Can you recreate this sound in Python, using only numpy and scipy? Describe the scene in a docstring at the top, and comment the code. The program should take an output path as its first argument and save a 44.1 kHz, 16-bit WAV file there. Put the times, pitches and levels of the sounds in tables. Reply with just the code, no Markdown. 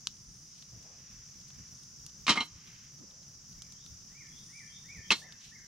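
"""A long-handled cast-iron cooker is set down on a steel grate, rocks, and later knocks once more:
iron and grate ring, the mesh rattles, the frame thuds and the handle rods clack together.
Under it a campfire snaps with bursting gas and flutters in the breeze, and the cook's clothes rustle.
Crickets trill with their wings and a bird whistles arched notes from the trees around the lawn.
A noisy echo trails the knocks; a gain control dips the mix a little after each loud knock or snap."""
import sys
import numpy as np
from scipy import signal
from scipy.fft import rfft, irfft, next_fast_len
from scipy.io import wavfile

SR = 44100
rng = np.random.default_rng(int(sys.argv[2]) if len(sys.argv) > 2 else 0)


def unload_wav(signal):
    """Save mono or channel-first audio to the path in sys.argv[1] as 16-bit WAV at rate SR, clipped to [-1, 1]."""
    wavfile.write(
        sys.argv[1],
        SR,
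        np.round(np.clip(np.atleast_2d(signal).T, -1, 1) * 32767).astype(np.int16),
    )


N = 250047
T = np.arange(N) / SR

# Stereo image of the open air. Each row: frequency in Hz, left-right likeness from 0 to 1.
AIR_LIKENESS = [(60, 0.92), (130, 0.99), (290, 0.52), (640, 0.54), (1400, 0.47), (3100, 0.57), (7000, 0.23),
                (15000, 0.13)]


def amp(db):
    """Decibels to amplitude."""
    return 10 ** (np.asarray(db) / 20)


def unit_rms(x):
    """Scales to an rms of 1."""
    return x / np.sqrt(np.mean(x ** 2) + 1e-20)


def curve_at(points, hz):
    """Reads a curve on a log-frequency axis."""
    point_hz, value = np.transpose(points)
    return np.interp(np.log(hz + 1), np.log(point_hz + 1), value)


def add(mix, start_s, sound):
    """Mixes a sound in at its start time."""
    part = mix[..., max(round(start_s * SR), 0):][..., :sound.shape[-1]]
    part += sound[..., :part.shape[-1]]


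def hump(hz, centre_hz, octaves, depth_db):
    """A broad bell EQ, in dB relative to its top."""
    return depth_db * (np.exp(-.5 * (np.log2((hz + 1) / centre_hz) / octaves) ** 2) - 1)


def drift(rate_hz, size=N):
    """A smooth random wander with an rms of about 1."""
    lowpass = np.exp(-(np.fft.rfftfreq(N, 1 / SR) / rate_hz) ** 2)
    return unit_rms(irfft(rfft(rng.standard_normal(N)) * lowpass, N))[:size]


def noise(colour, likeness=AIR_LIKENESS, size=N, lag_s=2.6e-5):
    """Stereo noise whose colour maps Hz to dB; the left side lags slightly."""
    count = next_fast_len(size)
    hz = np.fft.rfftfreq(count, 1 / SR)
    common, separate = np.exp(2j * np.pi * rng.random((2, len(hz))))
    share = np.clip(curve_at(likeness, hz), 0, 1)
    left = common * np.exp(-2j * np.pi * hz * lag_s)
    right = share * common + np.sqrt(1 - share ** 2) * separate
    return unit_rms(irfft(np.array([left, right]) * amp(colour(hz)), count)[:, :size])


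def scatter(x, t60, delay_s, rise_s, top_hz):
    """Darkened echoes off many surfaces build up after a delay and die away."""
    late = np.maximum(np.arange(SR) / SR - delay_s, 0)
    tail = noise(lambda hz: -10 * np.log10(1 + (hz / top_hz) ** 4), size=SR)
    tail = tail * (1 - np.exp(-late / rise_s)) * amp(-60 * late / t60)
    return signal.fftconvolve(x, tail / np.linalg.norm(tail[0]), axes=1)[:, :N]


def swells(rows, octaves, grain_db):
    """Short, grainy swells of noise, each in its own band."""
    out = np.zeros((2, N))
    for middle_s, db, centre_hz, length_s in rows:
        size = int(length_s * SR)
        band = noise(lambda hz: hump(hz, centre_hz, octaves, depth_db=55), size=2 * SR)[:, :size]
        envelope = amp(db + grain_db * drift(50, size)) * np.hanning(size)
        add(out, middle_s - length_s / 2, envelope * unit_rms(band))
    return out


def outdoors():
    """The bed: a lumpy flutter of flames and breeze under a soft hiss."""
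    # Spectra of the flutter and the hiss. Each row: frequency in Hz, level in dB.
    flutter_eq = [(15, -11), (30, -10.5), (60, -1), (105, -1.5), (138, 4.5), (200, -1.5), (280, -12.5),
                  (420, -20), (900, -30)]
    hiss_eq = [(100, 4), (300, 5.5), (600, -2), (1200, 5), (2500, 1), (4500, 3.5), (8000, 0),
               (11000, -10.5), (16000, -21)]
    flutter = amp(-59.5) * noise(lambda hz: curve_at(flutter_eq, hz)) * amp(1.9 * drift(12))
    hiss = amp(-66) * noise(lambda hz: curve_at(hiss_eq, hz)) * amp(0.71 * drift(37))
    return flutter + hiss


def gusts(length_s=.11):
    """Flame and breeze buffet the microphone in low puffs."""
    # Each row: middle in seconds, level in dB, band centre in Hz.
    puffs = [(.3, -52.5, 78.5), (.76, -52.5, 96), (0.928, -65.5, 106), (1.169, -55.5, 60), (1.6, -53, 94),
             (2.55, -53, 67), (3.591, -55, 45.3), (3.93, -51.5, 62), (4.339, -65, 143), (4.991, -52, 85.5)]
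    return swells([(s, db, hz, length_s) for s, db, hz in puffs], octaves=1.92, grain_db=1.1)


def crickets():
    """Far crickets blur into a band; the nearest pulse with each stroke of the wings."""
    # The far chorus. Each row: frequency in Hz, level in dB.
    chorus_eq = [(3800, -50), (4500, -16.5), (4850, -6), (5150, -3.5), (5450, -1.5), (5750, -0.5),
                 (6050, 0.5), (6500, -4.5), (7200, -11.5), (7700, -22.5), (8300, -47)]
    # Each row: pitch in Hz, level in dB, wing strokes a second.
    near_crickets = [(5790, -63, 30), (6040, -69, 36), (5720, -69, 150), (6130, -75.5, 76)]
    out = amp(-54) * noise(lambda hz: curve_at(chorus_eq, hz), lag_s=1e-5) * amp(0.75 * drift(90))
    for hz, db, rate in near_crickets:
        stroke = np.cumsum(rate * (1 + 0.0253 * drift(4.1))) / SR % 1
        tooth_hz = hz * (1 - 0.02 * (stroke - .5) + 0.00586 * drift(121))  # the wing slows in a stroke
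        tone = np.exp(2j * np.pi * np.cumsum(tooth_hz) / SR)
        left = np.sin(np.pi * stroke) ** 2 * tone * amp(1.1 * drift(4.8))
        right = left * np.exp(1j * drift(21))  # wandering phase widens the image
        out += amp(db) * unit_rms(np.array([left.real, right.real]))
    return out


def insect(fade_db_per_s=42):
    """A high insect buzz swells in and out."""
    # The buzz's spectrum. Each row: frequency in Hz, level in dB.
    buzz_eq = [(7500, -45), (8500, -4.5), (9300, -1.5), (10100, -14.5), (11500, -23)]
    # Each row: crest of a swell in seconds, level in dB.
    buzzes = [(.34, -68.5), (1.8, -73), (4.55, -64.5)]
    envelope = sum(amp(db - fade_db_per_s * abs(T - s)) for s, db in buzzes)
    return envelope * noise(lambda hz: curve_at(buzz_eq, hz))


def whistle(contour, notes, waver):
    """A pure tone slides along a note's contour, a little differently each time."""
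    out = np.zeros(N)
    when, pitch_hz, level_db = np.transpose(contour)
    t = np.arange(0, when[-1], 1 / SR)
    for start_s, db in notes:
        hz = np.interp(t, when, pitch_hz) * (1 + waver * drift(170, len(t)))
        envelope = amp(db + np.interp(t, when, level_db) + 2.9 * drift(70, len(t)))
        envelope *= signal.windows.tukey(len(t), .1)
        add(out, start_s, envelope * np.sin(2 * np.pi * np.cumsum(hz) / SR))
    return np.array([out, out])


def bird(flick_delay_s=.19):
    """Whistled arches, each long one answered by a high flick; the leaves scatter the flicks most."""
    # Note contours. Each row: seconds into the note, pitch in Hz, relative level in dB.
    long_arch = [(0, 1750, -11), (.025, 1950, -7), (.04, 2110, -15), (.055, 2210, 1), (.095, 2433, -5),
                 (.115, 2235, -0.5), (.135, 1890, -6), (.152, 1770, -3.5), (.168, 1780, -8)]
    short_arch = [(0, 1700, 3.5), (.02, 1880, 6.5), (.033, 2107, -7), (.047, 2180, 5), (.062, 1876, 1.5),
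                  (.078, 1637, 1), (.092, 1500, 0)]
    flick = [(0, 3203, 3.5), (.03, 3275, -10.5), (.05, 3330, -15), (.06, 3547, 3), (.09, 3700, -5),
             (.12, 3640, -28)]
    # The song. Each row: start in seconds, relative level in dB.
    long_notes = [(3.54, -64.5), (4.097, -54), (4.482, -49), (4.838, -46.5)]
    short_notes = [(5.217, -55.5), (5.513, -57.5)]
    flick_notes = [(s + flick_delay_s, -38 + 0.39 * db) for s, db in long_notes]
    low = whistle(long_arch, long_notes, waver=.014) + whistle(short_arch, short_notes, waver=.011)
    high = whistle(flick, flick_notes, waver=.024)
    send = amp(-7) * low + amp(-0.5) * high
    leaves = scatter(send, t60=0.57, delay_s=0.005, rise_s=0.0087, top_hz=7360)
    return amp(-3.5) * low + amp(-11) * high + leaves


def rustles():
    """Soft rustles of clothes and handles."""
    # Each row: middle in seconds, level in dB, band centre in Hz, length in seconds.
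    washes = [(.581, -61.5, 4300, 0.32), (.871, -68, 520, .55), (1.05, -67, 2180, 1.1),
              (1.6, -68.5, 2000, 0.46), (2.444, -56.5, 8000, 0.082), (2.72, -61, 2350, .65),
              (3.021, -54.5, 212, 0.11), (3.15, -72, 544, .65), (4.981, -68.5, 460, 0.18),
              (5.18, -50, 5030, 0.19), (5.22, -62, 583, 0.32), (5.46, -54, 3730, 0.22)]
    return swells(washes, octaves=1.69, grain_db=2.0)


def click(colour, size):
    """A sharp minimum-phase pulse of energy 1, one sample later on the left."""
    log_gain = np.log(amp(colour(abs(np.fft.fftfreq(size, 1 / SR)))))
    pulse = np.fft.ifft(np.exp(signal.hilbert(log_gain).conj())).real
    return np.array([np.roll(pulse, 1), pulse]) / np.linalg.norm(pulse)


def fire(fizz_t60=0.024):
    """Gas pockets burst in the wood, a crack and a fizz each: clear snaps among faint ticks."""
    # Each row: start in seconds, crack level in dB, band centre in Hz.
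    snaps = [(0.0715, -6.5, 3830), (.624, -37, 3400), (1.483, -46, 9000), (1.504, -47, 2500),
             (1.833, -43, 9000), (2.0644, -27.5, 7740), (3.621, -26.5, 6500), (3.723, -37, 6500),
             (3.863, -36.5, 3700), (5.323, -29, 3610)]
    # The spectrum of snapping wood. Each row: frequency in Hz, level in dB.
    wood_eq = [(150, -20), (650, -4), (1300, 2.5), (1900, -15), (2300, -12), (2900, -2), (4100, 0.5),
               (6500, -0.5), (8200, -7.5), (10000, -7), (16000, -33)]
    ticks = [(when * N / SR, -63 + 14 * size ** 2, 2500 + 5000 * pitch)
             for when, size, pitch in rng.random((24, 3))]
    out, t = np.zeros((2, N)), np.arange(4096) / SR
    for start_s, db, centre_hz in snaps + ticks:
        colour = lambda hz: curve_at(wood_eq, hz) + hump(hz, centre_hz, octaves=1.29, depth_db=18.5)
        fizz = amp(-29 + 0.46 * db - 60 * t / fizz_t60) * noise(colour, size=len(t))
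        add(out, start_s, amp(db) * click(colour, len(t)) + fizz)
    return out


def ring(modes, contact_hz, sustain, t):
    """A struck body's modes build up in about a cycle and die away; the contact favours one band."""
    hz, db, t60 = np.transpose(modes)[:, :, None]
    phase, skew = rng.random(hz.shape), rng.standard_normal(hz.shape)
    weights = amp(db + hump(hz, contact_hz, octaves=0.67, depth_db=12.5))
    right_lead = hz * 3.2e-5 * (1 + 0.21 * skew)
    cycles = hz * t + np.array([phase, phase + right_lead])
    envelopes = weights * amp(-60 * t / (sustain * t60)) * (1 - np.exp(-t * hz / 0.28))
    return (envelopes * np.sin(2 * np.pi * cycles)).sum(1) / np.linalg.norm(weights)


def cooker_on_grate(rattle_t60=0.11, clack_s=5.1052):
    """Each blow rings iron and grate, rattles the mesh and thuds the frame; the rods clack once."""
    # Each row: start in seconds, iron, grate and rattle levels in dB, the contact's band in Hz.
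    blows = [(2.2665, -47, -53, -29.5, 3020), (2.2793, -26, -25, -23, 1780),
             (2.2927, -18.5, -26.5, -19.5, 4170), (2.2975, -25, -25, -27.5, 1290),
             (2.3041, -31, -19, -25, 3900), (2.3555, -43, -34, -32.5, 1000), (2.3647, -39, -41, -35, 3180),
             (2.3708, -42, -22.5, -43, 1330), (2.3745, -21, -43, -48, 1900),
             (2.4048, -24, -24.5, -42, 4000), (2.408, -39, -31.5, -38.5, 1030),
             (5.1053, -32, -32, -24, 4900), (5.1115, -24.5, -27.5, -21.5, 980),
             (5.1183, -15, -22.5, -20, 3970)]
    # The iron settles and is damped. Each row: time in seconds, damping from then on in dB a second,
    # factor on the decay times of the blows leading up to it.
    rests = [(2.42, 280, 1.22), (5.145, 40, 0.73)]
    # The ringing bodies. Each row: frequency in Hz, relative level in dB, base t60 in seconds.
    iron_modes = [(1830, -9, .058), (2116, 4, .12), (2219, -7.5, .1), (3258, -9, .14), (3990, -6, .1),
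                  (4040, 1.5, .085), (4347, -13, .34), (5760, -12, .11), (5548, -6, .12), (6115, -15, .078),
                  (8170, -11, .07)]
    grate_modes = [(885, -3, .11), (946, -4, .08), (1110, 0, .07), (1218, 1.5, .12), (1430, -9, .045),
                   (2410, -5.5, .115), (2705, -6, .1), (2840, -4, .09), (2984, -2, .08), (3120, 2.5, .12),
                   (3880, -7, .07), (4470, -12, .09), (6600, -7, .027)]
    frame_modes = [(168, -4, .046), (228, 2.5, .05), (306, -10, .15), (430, -11, .07), (735, -14, .058)]
    rod_modes = [(2623, -5, 0.043), (2660, -2, 0.026), (3236, -5.5, 0.053)]
    # The mesh's dense rattle. Each row: frequency in Hz, level in dB.
    rattle_eq = [(50, -24), (130, -21), (220, 1.5), (400, -4.5), (550, -4), (780, -6), (1000, 2),
                 (1550, -5), (2000, -0.5), (2700, -2.5), (4200, -2.5), (6000, -7), (7500, -11.5),
                 (10000, -22), (16000, -40)]
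    # Its stereo image. Each row: frequency in Hz, left-right likeness from 0 to 1.
    rattle_likeness = [(100, 1), (700, 0.96), (1400, 0.88), (3100, 0.87), (7000, 0.18), (15000, 0.78)]
    out, t = np.zeros((2, N)), np.arange(SR // 3) / SR
    for start_s, iron_db, grate_db, rattle_db, contact_hz in blows:
        rest_s, damping, sustain = next(row for row in rests if row[0] > start_s)
        rings = amp(iron_db) * ring(iron_modes, contact_hz, sustain, t)
        rings += amp(grate_db) * ring(grate_modes, contact_hz, sustain, t)
        rings *= amp(-damping * np.maximum(start_s + t - rest_s, 0))
        thud_db = 11.5 + 1.655 * grate_db  # only hard blows reach the legs
        thud = amp(thud_db) * ring(frame_modes, contact_hz, sustain, t)
        colour = lambda hz: curve_at(rattle_eq, hz) + hump(hz, contact_hz, octaves=0.9, depth_db=7.0)
        rattle = noise(colour, rattle_likeness, size=len(t))
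        rattle *= amp(rattle_db - 60 * t / (sustain * rattle_t60)) * (1 - np.exp(-t / 0.00035))
        add(out, start_s, rings + thud + rattle)
    add(out, clack_s, amp(-13) * ring(rod_modes, contact_hz=2800, sustain=1, t=t))
    return out


def scene():
    """Knocks and snaps scatter off the ground and fire ring; the knocks return faintly from the trees."""
    knocks = cooker_on_grate() * amp([[-.4], [.4]])  # a touch to the right
    snaps = fire()
    send = amp(-19) * knocks + amp(-23) * snaps
    ground = scatter(send, t60=.17, delay_s=.0015, rise_s=.003, top_hz=8000)
    trees = scatter(amp(-44) * knocks, t60=1.0, delay_s=.09, rise_s=.25, top_hz=3500)
    background = rustles() + gusts() + bird() + crickets() + insect() + outdoors()
    return background + ground + trees + snaps + knocks


def record(dry):
    """Gain control ducks after each loud peak and creeps back; a low-pass trims the very top."""
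    threshold_db, duck_db_per_db, attack_s, release_db_per_s = -27.5, .13, 0.049, 1.53
    over_db = np.maximum(20 * np.log10(abs(dry).max(0) + 1e-9) - threshold_db, 0)
    release_db = release_db_per_s * T
    held_db = np.maximum.accumulate(duck_db_per_db * over_db + release_db) - release_db
    pole = np.exp(-1 / (attack_s * SR))
    ducked = dry * amp(-signal.lfilter([1 - pole], [1, -pole], held_db))
    lowpass = signal.firwin(511, cutoff=15900, window=("kaiser", 9), fs=SR)
    return signal.oaconvolve(ducked, lowpass[None], "same")


dry = scene()
out = record(dry)
unload_wav(out)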